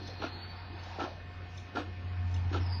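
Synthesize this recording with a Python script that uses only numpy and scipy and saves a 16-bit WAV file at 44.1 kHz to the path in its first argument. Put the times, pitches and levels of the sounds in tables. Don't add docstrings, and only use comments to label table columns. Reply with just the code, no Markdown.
import sys
import numpy as np
from scipy import signal
from scipy.fft import rfft, irfft, next_fast_len
from scipy.io import wavfile
from scipy.ndimage import uniform_filter1d, map_coordinates

SR = 44100
rng = np.random.default_rng(int(sys.argv[2]) if len(sys.argv) > 2 else 0)


def transcribe(u):
    v = np.clip(np.atleast_2d(u).T, -1, 1)
    q = np.round(v * 32767).astype(np.int16)
    wavfile.write(sys.argv[1], SR, q)


def field_ratio(decibels):
    return 10 ** (np.asarray(decibels, dtype=float) / 20)


N = 123479
T = np.arange(N) / SR


def unit(x):
    return x / np.sqrt(np.mean(x ** 2) + 1e-20)


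def noise():
    return rng.standard_normal(N)


def curves(rows):
    s, *cols = np.transpose(rows)
    return [np.interp(T, s, c) for c in cols]


def wobble(rate_hz):
    return map_coordinates(rng.standard_normal(2000), [T * rate_hz])


def filtered(x, response):
    m = next_fast_len(N + SR // 2)
    return irfft(rfft(x, m) * response(np.fft.rfftfreq(m, 1 / SR)), m)[:N]


def shaped(points):
    f, v = np.transpose(points)
    return lambda hz: field_ratio(np.interp(np.log(hz + 1), np.log(f + 1), v))


def body(peaks):
    def response(f):
        total = 0
        for k, (c, w, db) in enumerate(peaks):
            total = total + (-1) ** k * field_ratio(db) * 1j * f * w / (c * c - f * f + 1j * f * w)
        return total
    return response


def patchy(patchy_db):
    z = signal.stft(rng.standard_normal(N + 512), nperseg=512)[2]
    field = uniform_filter1d(uniform_filter1d(rng.standard_normal(z.shape), 5, 0), 10, 1)
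    return signal.istft(z * field_ratio(patchy_db * unit(field)), nperseg=512)[1][:N]


def tone(hz):
    return np.sqrt(2) * np.sin(2 * np.pi * np.cumsum(hz + 0 * T) / SR + rng.uniform(0, 2 * np.pi))


def fall(start_s, t60_s, attack_s):
    t = np.clip(T - start_s, 0, None)
    return (1 - np.exp(-t / attack_s)) * field_ratio(-60 * t / t60_s)


# time in seconds, pitch in Hz, level in dB.
HUM_CURVE = [(0, 92.1, -44.5), (.2, 92.2, -47), (.35, 90.8, -46), (.6, 89.83, -46.5), (1.2, 89.27, -48),
             (1.42, 89.53, -46), (1.75, 91.68, -49.5), (1.9, 89.37, -43.5), (2.2, 89.86, -35),
             (2.23, 90.6, -35.5), (2.27, 88.62, -32), (2.8, 89.85, -33.5)]
# frequency in Hz, level in dB per Hz.
RUMBLE_SPECTRUM = [(20, -18), (55, -6.5), (120, -10.5), (200, -15.5), (300, -21)]


def hum():
    hz, db = curves(HUM_CURVE)
    swing = np.sqrt(2) * np.cos(2 * np.pi * (np.cumsum(hz) - hz.sum()) / SR)
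    flutter_db = 1.3 * wobble(30) + 0.8 * wobble(110)
    rumble = unit(filtered(noise(), shaped(list(RUMBLE_SPECTRUM) + [(400, -108.5)])))
    rumble_db = -51 + 0.51 * (db - db.mean()) + 0.38 * wobble(7.18)
    return field_ratio(db + flutter_db) * swing + field_ratio(rumble_db) * rumble


# time in seconds, tooth rate in Hz.
TOOTH_RATE = [(0, 358.8), (.2, 355.8), (.4, 356.2), (.6, 355.8), (.8, 359.7), (.95, 358), (1.15, 358.4),
              (1.6, 359.5), (1.9, 357.9), (2.2, 359.1), (2.45, 361), (2.8, 360.7)]
# multiple of the tooth rate, level in dB.
MOTOR_ORDERS = [(1, -71), (2, -62), (3, -68), (5, -65), (6, -72), (7, -66), (8, -75.5)]
# pitch in Hz, level in dB.
STEADY_LINES = [(1527, -71)]
# frequency in Hz, level in dB per Hz.
WHIRR_SPECTRUM = [(200, -7), (350, -6.5), (700, -10.5), (1850, -11.5), (2900, -16), (4960, -24),
                  (6000, -29.5), (7500, -35)]


def motor():
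    hz, = curves(TOOTH_RATE)
    out = np.zeros(N)
    for k, db in MOTOR_ORDERS:
        out += field_ratio(db + 1.1 * wobble(19)) * tone(k * (hz + 0.5 * wobble(25)))
    for f, db in STEADY_LINES:
        out += field_ratio(db + 2 * wobble(19)) * tone(f + 3 * wobble(25))
    whirr = unit(filtered(patchy(patchy_db=2.0), shaped([(120, -80.5)] + list(WHIRR_SPECTRUM))))
    return out + field_ratio(-54.5 + 0.47 * wobble(3.7)) * whirr


# time in seconds, level in dB.
DRAG_LEVEL = [(0, -59), (.3, -55), (.42, -53), (.6, -52), (.7, -61.5), (.77, -51.5), (.97, -51),
              (1.15, -61), (1.3, -78), (2.2, -70), (2.32, -55), (2.6, -52), (2.7, -51.5), (2.8, -59)]
# frequency in Hz, width in Hz, level in dB.
BELT_MODES = [(782, 163, -2.5), (937, 42, 2), (1350, 980, -12)]


def belt():
    db, = curves(DRAG_LEVEL)
    return field_ratio(db + 0.51 * wobble(25)) * unit(filtered(patchy(patchy_db=1.5), body(BELT_MODES)))


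# time in seconds, pitch in Hz, level in dB.
PANEL_CURVE = [(2.2, 925, -85), (2.3, 925, -62), (2.5, 930, -62), (2.68, 940, -56), (2.8, 945, -55)]


def panel():
    hz, db = curves(PANEL_CURVE)
    return field_ratio(db + 2.5 * wobble(50)) * tone(hz + 25 * wobble(90))


# time in seconds, level in dB.
HISS_LEVEL = [(0, -58), (.45, -57.5), (.7, -65.5), (.8, -62.5), (1.1, -58), (1.2, -73)]
# frequency in Hz, width in Hz, level in dB.
RAIL_MODES = [(4130, 1860, 0)]


def rail_hiss():
    db, = curves(HISS_LEVEL)
    return field_ratio(db) * unit(filtered(patchy(patchy_db=1.5), lambda f: body(RAIL_MODES)(f) ** 2))


# time in seconds, pitch in Hz, level in dB.
SQUEAL_CURVE = [(0, 4250, -61), (.08, 4240, -58), (.17, 4240, -63), (.204, 4235, -55), (.23, 4225, -64),
                (.29, 4220, -55), (.308, 4220, -61), (.325, 4250, -54), (.37, 4290, -59), (.395, 4430, -56),
                (.505, 4505, -56), (.535, 4500, -66), (.57, 4520, -62), (.65, 4550, -64), (.7, 4520, -71),
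                (.78, 4470, -63), (.84, 4450, -66), (1, 4300, -90)]
# time in seconds, centre in Hz, level in dB.
SCRAPE_CURVE = [(2.6, 5300, -64), (2.65, 5250, -58), (2.69, 5020, -52.5), (2.725, 4880, -48.5),
                (2.76, 4850, -51), (2.8, 4850, -52.5)]


def rail():
    jitter_hz, scrape_width_hz, core_db = 28, 360, -9
    hz, db = curves(SQUEAL_CURVE)
    squeal = field_ratio(db + 3.4 * wobble(60)) * tone(hz + jitter_hz * wobble(170))
    hz, db = curves([(2.5, 15000, -84.0)] + list(SCRAPE_CURVE))
    band = unit(filtered(noise(), lambda f: np.exp(-(f / scrape_width_hz) ** 2)))
    return squeal + field_ratio(db) * (band + field_ratio(core_db)) * tone(hz + jitter_hz * wobble(150))


# start in seconds, level in dB, pitch in Hz, T60 in seconds.
CASE_BUMPS = [
    (.0, -45, 303, 0.38),
    (0.077, -45, 470, 0.3),
    (0.333, -48, 292, 0.23),
    (0.701, -48, 306, 0.34),
    (1.056, -45.5, 623, 0.56),
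    (1.41, -60, 298, 0.34),
    (1.877, -40, 280, 0.069),
    (0.551, -58.5, 1350, 0.56),
    (1.801, -52, 533.6, 0.38),
]


def bumps():
    out = np.zeros(N)
    for s, db, hz, t60_s in CASE_BUMPS:
        dull = unit(filtered(noise(), lambda f: body([(hz, .45 * hz, 0)])(f) ** 2))
        out += field_ratio(db) * fall(s, t60_s, attack_s=0.0019) * dull
    return out


# start in seconds, ring in dB, rustle in dB, extra above 5 kHz in dB.
TURNS = [
    (0.074, -44, -53, 0),
    (.834, -49.5, -58, 1),
    (1.574, -46, -59.5, 1),
    (2.3407, -47, -65.5, 3),
]
# pitch in Hz, level in dB, T60 in seconds, lag in seconds.
TICK_PARTIALS = [(3450, 5, .05, .004), (3767, 5, .04, .004), (5340, 5, .04, 0), (6130, 4, .04, .001),
                 (6900, -5, .04, .001), (4200, -3, .06, .005)]
# frequency in Hz, level in dB per Hz.
RUSTLE_SPECTRUM = [(1200, -35.5), (2000, -5), (3500, -13.5), (5500, 5.5), (7300, 3.5)]


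def ticks():
    attack_s, blur_hz = .0012, 45
    bounce_s, bounce_db = .022, -9.5
    rustle_lag_s, rustle_half_s = 0.014, 0.09
    rustle = unit(filtered(noise(), shaped(RUSTLE_SPECTRUM)))
    out = np.zeros(N)
    for s, db, rustle_db, bright_db in TURNS:
        for hz, level, t60_s, lag_s in TICK_PARTIALS:
            contact = fall(s + lag_s, t60_s, attack_s)
            bounce = field_ratio(bounce_db) * fall(s + lag_s + bounce_s, t60_s, attack_s)
            gain = field_ratio(db + level - 10.5 + bright_db * (hz > 5000))
            out += gain * tone(hz + blur_hz * wobble(400)) * (contact + bounce)
        out += field_ratio(rustle_db) * np.exp(-((T - s - rustle_lag_s) / rustle_half_s) ** 2) * rustle
    return out


# start in seconds, level in dB, hold in seconds, thud in dB, clatter in dB.
FEED_EVENTS = [
    (0.213, -38.5, 0.037, 4.5, 6.5),
    (0.991, -35.5, 0.043, 1.5, 0.5),
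    (1.75, -35.5, 0.041, 4.5, 1.5),
    (2.525, -39, 0.04, 9, 6),
]
# frequency in Hz, width in Hz, level in dB.
CASE_MODES = [(289, 79, 2.5), (400, 70, -9.5), (470, 45, 0)]
GEAR_MODES = [(714, 196, 3), (1070, 82, 4), (1296, 150, 3.5), (1780, 140, -3.5)]
CLATTER_MODES = [(2510, 260, -10), (2875, 270, -9.5), (3750, 800, -14), (4480, 320, -14), (5820, 2030, -24)]


def feeds():
    impacts_per_s, spread_db = 1200, 1.4
    lead_s, lead_db, attack_s = .03, -12, .006
    release_t60_s, tail_db, tail_t60_s = 0.23, -12, 0.29
    struck = rng.random(N) < impacts_per_s / SR
    hits = struck * rng.choice([-1, 1], N) * field_ratio(spread_db * rng.exponential(size=N))
    drive = unit(unit(hits) + 0.8 * noise())
    scale = np.std(filtered(drive, body(GEAR_MODES)))
    out = np.zeros(N)
    for s, db, hold_s, thud_db, bright_db in FEED_EVENTS:
        after = np.clip(T - s - hold_s, 0, None)
        lead_in = field_ratio(lead_db) * np.clip((T - s + lead_s) / lead_s, 0, 1)
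        rise = lead_in + np.clip((T - s) / attack_s, 0, 1)
        decay = field_ratio(-60 * after / release_t60_s) + field_ratio(tail_db - 60 * after / tail_t60_s)

        def parts(f):
            thud = field_ratio(4 + thud_db) * body(CASE_MODES)(f) * body([(340, 250, 0)])(f) ** 2
            return thud - field_ratio(-2.5) * body(GEAR_MODES)(f) + field_ratio(bright_db) * body(CLATTER_MODES)(f)

        out += field_ratio(db - 6.5) * filtered(drive * rise * decay, parts) / scale
    return out


# start in seconds, peak in dB, pitch in Hz.
CASE_HITS = [(0.227, -33, 334), (0.232, -32, 368), (0.244, -26.5, 332), (0.988, -29.5, 355),
             (0.997, -34, 343), (1.002, -38, 375), (1.01, -31, 348), (1.02, -27.5, 344.6),
             (1.026, -54, 327), (1.041, -32, 326), (1.76, -28.5, 365), (1.767, -32, 339), (1.781, -39, 352),
             (1.794, -39, 356), (2.516, -30, 322), (2.522, -43, 370), (2.533, -36, 356), (2.546, -31, 324),
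             (2.551, -28, 367), (2.564, -40.5, 387), (2.572, -39, 347), (2.582, -35.5, 342),
             (2.588, -37, 378), (2.604, -34, 312)]
GEAR_HITS = [(0.224, -32, 874), (0.228, -37, 870), (0.233, -34, 920), (0.242, -30.5, 710),
             (0.98, -37.5, 770), (0.987, -35, 652), (0.996, -34, 900), (1.003, -27.5, 790),
             (1.006, -37, 825), (1.017, -35, 854), (1.022, -30, 760), (1.032, -38, 760), (1.038, -42, 790),
             (1.042, -40, 880), (1.05, -35, 805), (1.064, -36, 710), (1.072, -44, 744), (1.077, -39, 700),
             (1.084, -49, 694), (1.093, -45, 694), (1.771, -27.5, 840), (1.775, -28, 773),
             (1.782, -27.5, 750), (2.562, -30.5, 800)]
PAWL_HITS = [(0.223, -37.5, 1337), (0.238, -34.5, 1393), (0.248, -42, 1370), (0.265, -41.5, 1405),
             (0.274, -39, 1427), (0.996, -35, 1343), (1.014, -32.5, 1304), (1.02, -49, 1360),
             (1.041, -42.5, 1320), (1.76, -30, 1372), (1.77, -28, 1367), (2.547, -28.5, 1347),
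             (2.553, -40, 1390), (2.561, -43.5, 1460)]
# start in seconds, peak in dB, pitch in Hz.
EXTRA_HITS = [
    (.203, -34, 302),
    (.213, -33.5, 324),
    (.218, -42, 420),
    (.283, -40, 740),
    (.981, -39, 780),
    (1.752, -33, 397),
    (2.364, -42, 2840),
    (.269, -42, 2570),
]


def blows():
    attack_s, lead_s = .0008, .0013
    out, t = np.zeros(N), np.arange(SR // 8) / SR
    struck = [(CASE_HITS, 0.024, 1.5), (GEAR_HITS, 0.026, 2.5),
              (PAWL_HITS, 0.054, 1.5), (EXTRA_HITS, 0.024, 1.5)]
    for rows, t60_s, part_db in struck:
        for s, db, hz in rows:
            envelope = (1 - np.exp(-t / attack_s)) * field_ratio(db + part_db - 60 * t / t60_s)
            out[round((s - lead_s) * SR):][:len(t)] += envelope * np.sin(2 * np.pi * hz * t)
    return out


def scene():
    background = hum() + motor() + belt() + panel() + rail_hiss() + rail()
    return (background + bumps() + ticks() + feeds() + blows())[None]


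# frequency in Hz, threshold in dB under the masking level.
GATE_THRESHOLD = [(1500, -45), (4500, -24), (5200, -13.5), (6000, -12.5), (7000, -14), (8000, -19)]


def phone(x):
    band_bins = 16
    how = dict(window="cosine", nperseg=5644)
    hz, s, z = signal.stft(x, SR, **how)
    size = np.abs(z) + 1e-12
    peak_db = 20 * np.log10(np.percentile(size[(hz > 4100) & (hz < 5200)], 98, axis=0))
    mask_db = peak_db.mean() + 0.8 * (peak_db - peak_db.mean())
    mask_db = mask_db + 5 * ((s > .33) & (s < .76))
    middle = np.arange(len(hz)) // band_bins * band_bins + band_bins // 2
    middle = np.minimum(middle, len(hz) - 1)
    scatter_db = 4 * unit(uniform_filter1d(rng.standard_normal(z.shape), size=3))[middle]
    band = uniform_filter1d(size, size=band_bins, axis=0)[middle] * field_ratio(scatter_db)
    lone_line = field_ratio(-4.5) * uniform_filter1d(size, size=3, axis=0)
    threshold = shaped(GATE_THRESHOLD)(hz)[:, None] * field_ratio(mask_db)
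    ratio = np.maximum(band, lone_line) / threshold
    keep = field_ratio(-27) + 1 / (1 + ratio ** -12)
    return signal.istft(z * keep, SR, **how)[1][:N]


# start in seconds, end in seconds, pitch in Hz, level in dB.
STRAY_LINES = [(.31, .44, 6536, -85), (.31, .4, 5636, -86), (.44, .58, 5895, -82), (.5, .78, 5753, -87),
               (.62, .78, 5543, -90), (.45, .7, 5350, -82), (.45, .65, 5203, -80), (1.22, 1.42, 7380, -90),
               (1.52, 1.67, 9070, -88), (1.73, 1.86, 7809, -85), (1.73, 1.86, 7927, -86),
               (2.3, 2.41, 8598, -85), (2.29, 2.42, 7398, -85), (1.9, 2.17, 6500, -88)]


def strays():
    out = np.zeros(N)
    for start, end, hz, db in STRAY_LINES:
        swell = np.sin(np.pi * np.clip((T - start) / (end - start), 0, 1))
        out += field_ratio(db) * swell * tone(hz)
    return out


# frequency in Hz, level in dB.
MIRROR_GAIN = [(8000, -3), (9500, 9.5), (12000, 1), (14000, -10.5), (15000, -25.5), (15600, -38),
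               (15900, -68)]


def mirror(x):
    return field_ratio(-29) * filtered(x * np.cos(2 * np.pi * 16000 * T), shaped(MIRROR_GAIN))


def top_cut(x):
    return signal.sosfilt(signal.butter(12, 15720, fs=SR, output="sos"), x)


# frequency in Hz, gain in dB.
MIC_GAIN = [(100, 0), (6500, 0), (7300, -4), (7700, -14), (8000, -30), (8300, -70)]


def record(dry):
    x = phone(filtered(dry[0], shaped(MIC_GAIN)))
    mix = x + strays() + mirror(x) + field_ratio(-90) * noise()
    return top_cut(mix[None])


dry = scene()
out = record(dry)
transcribe(out)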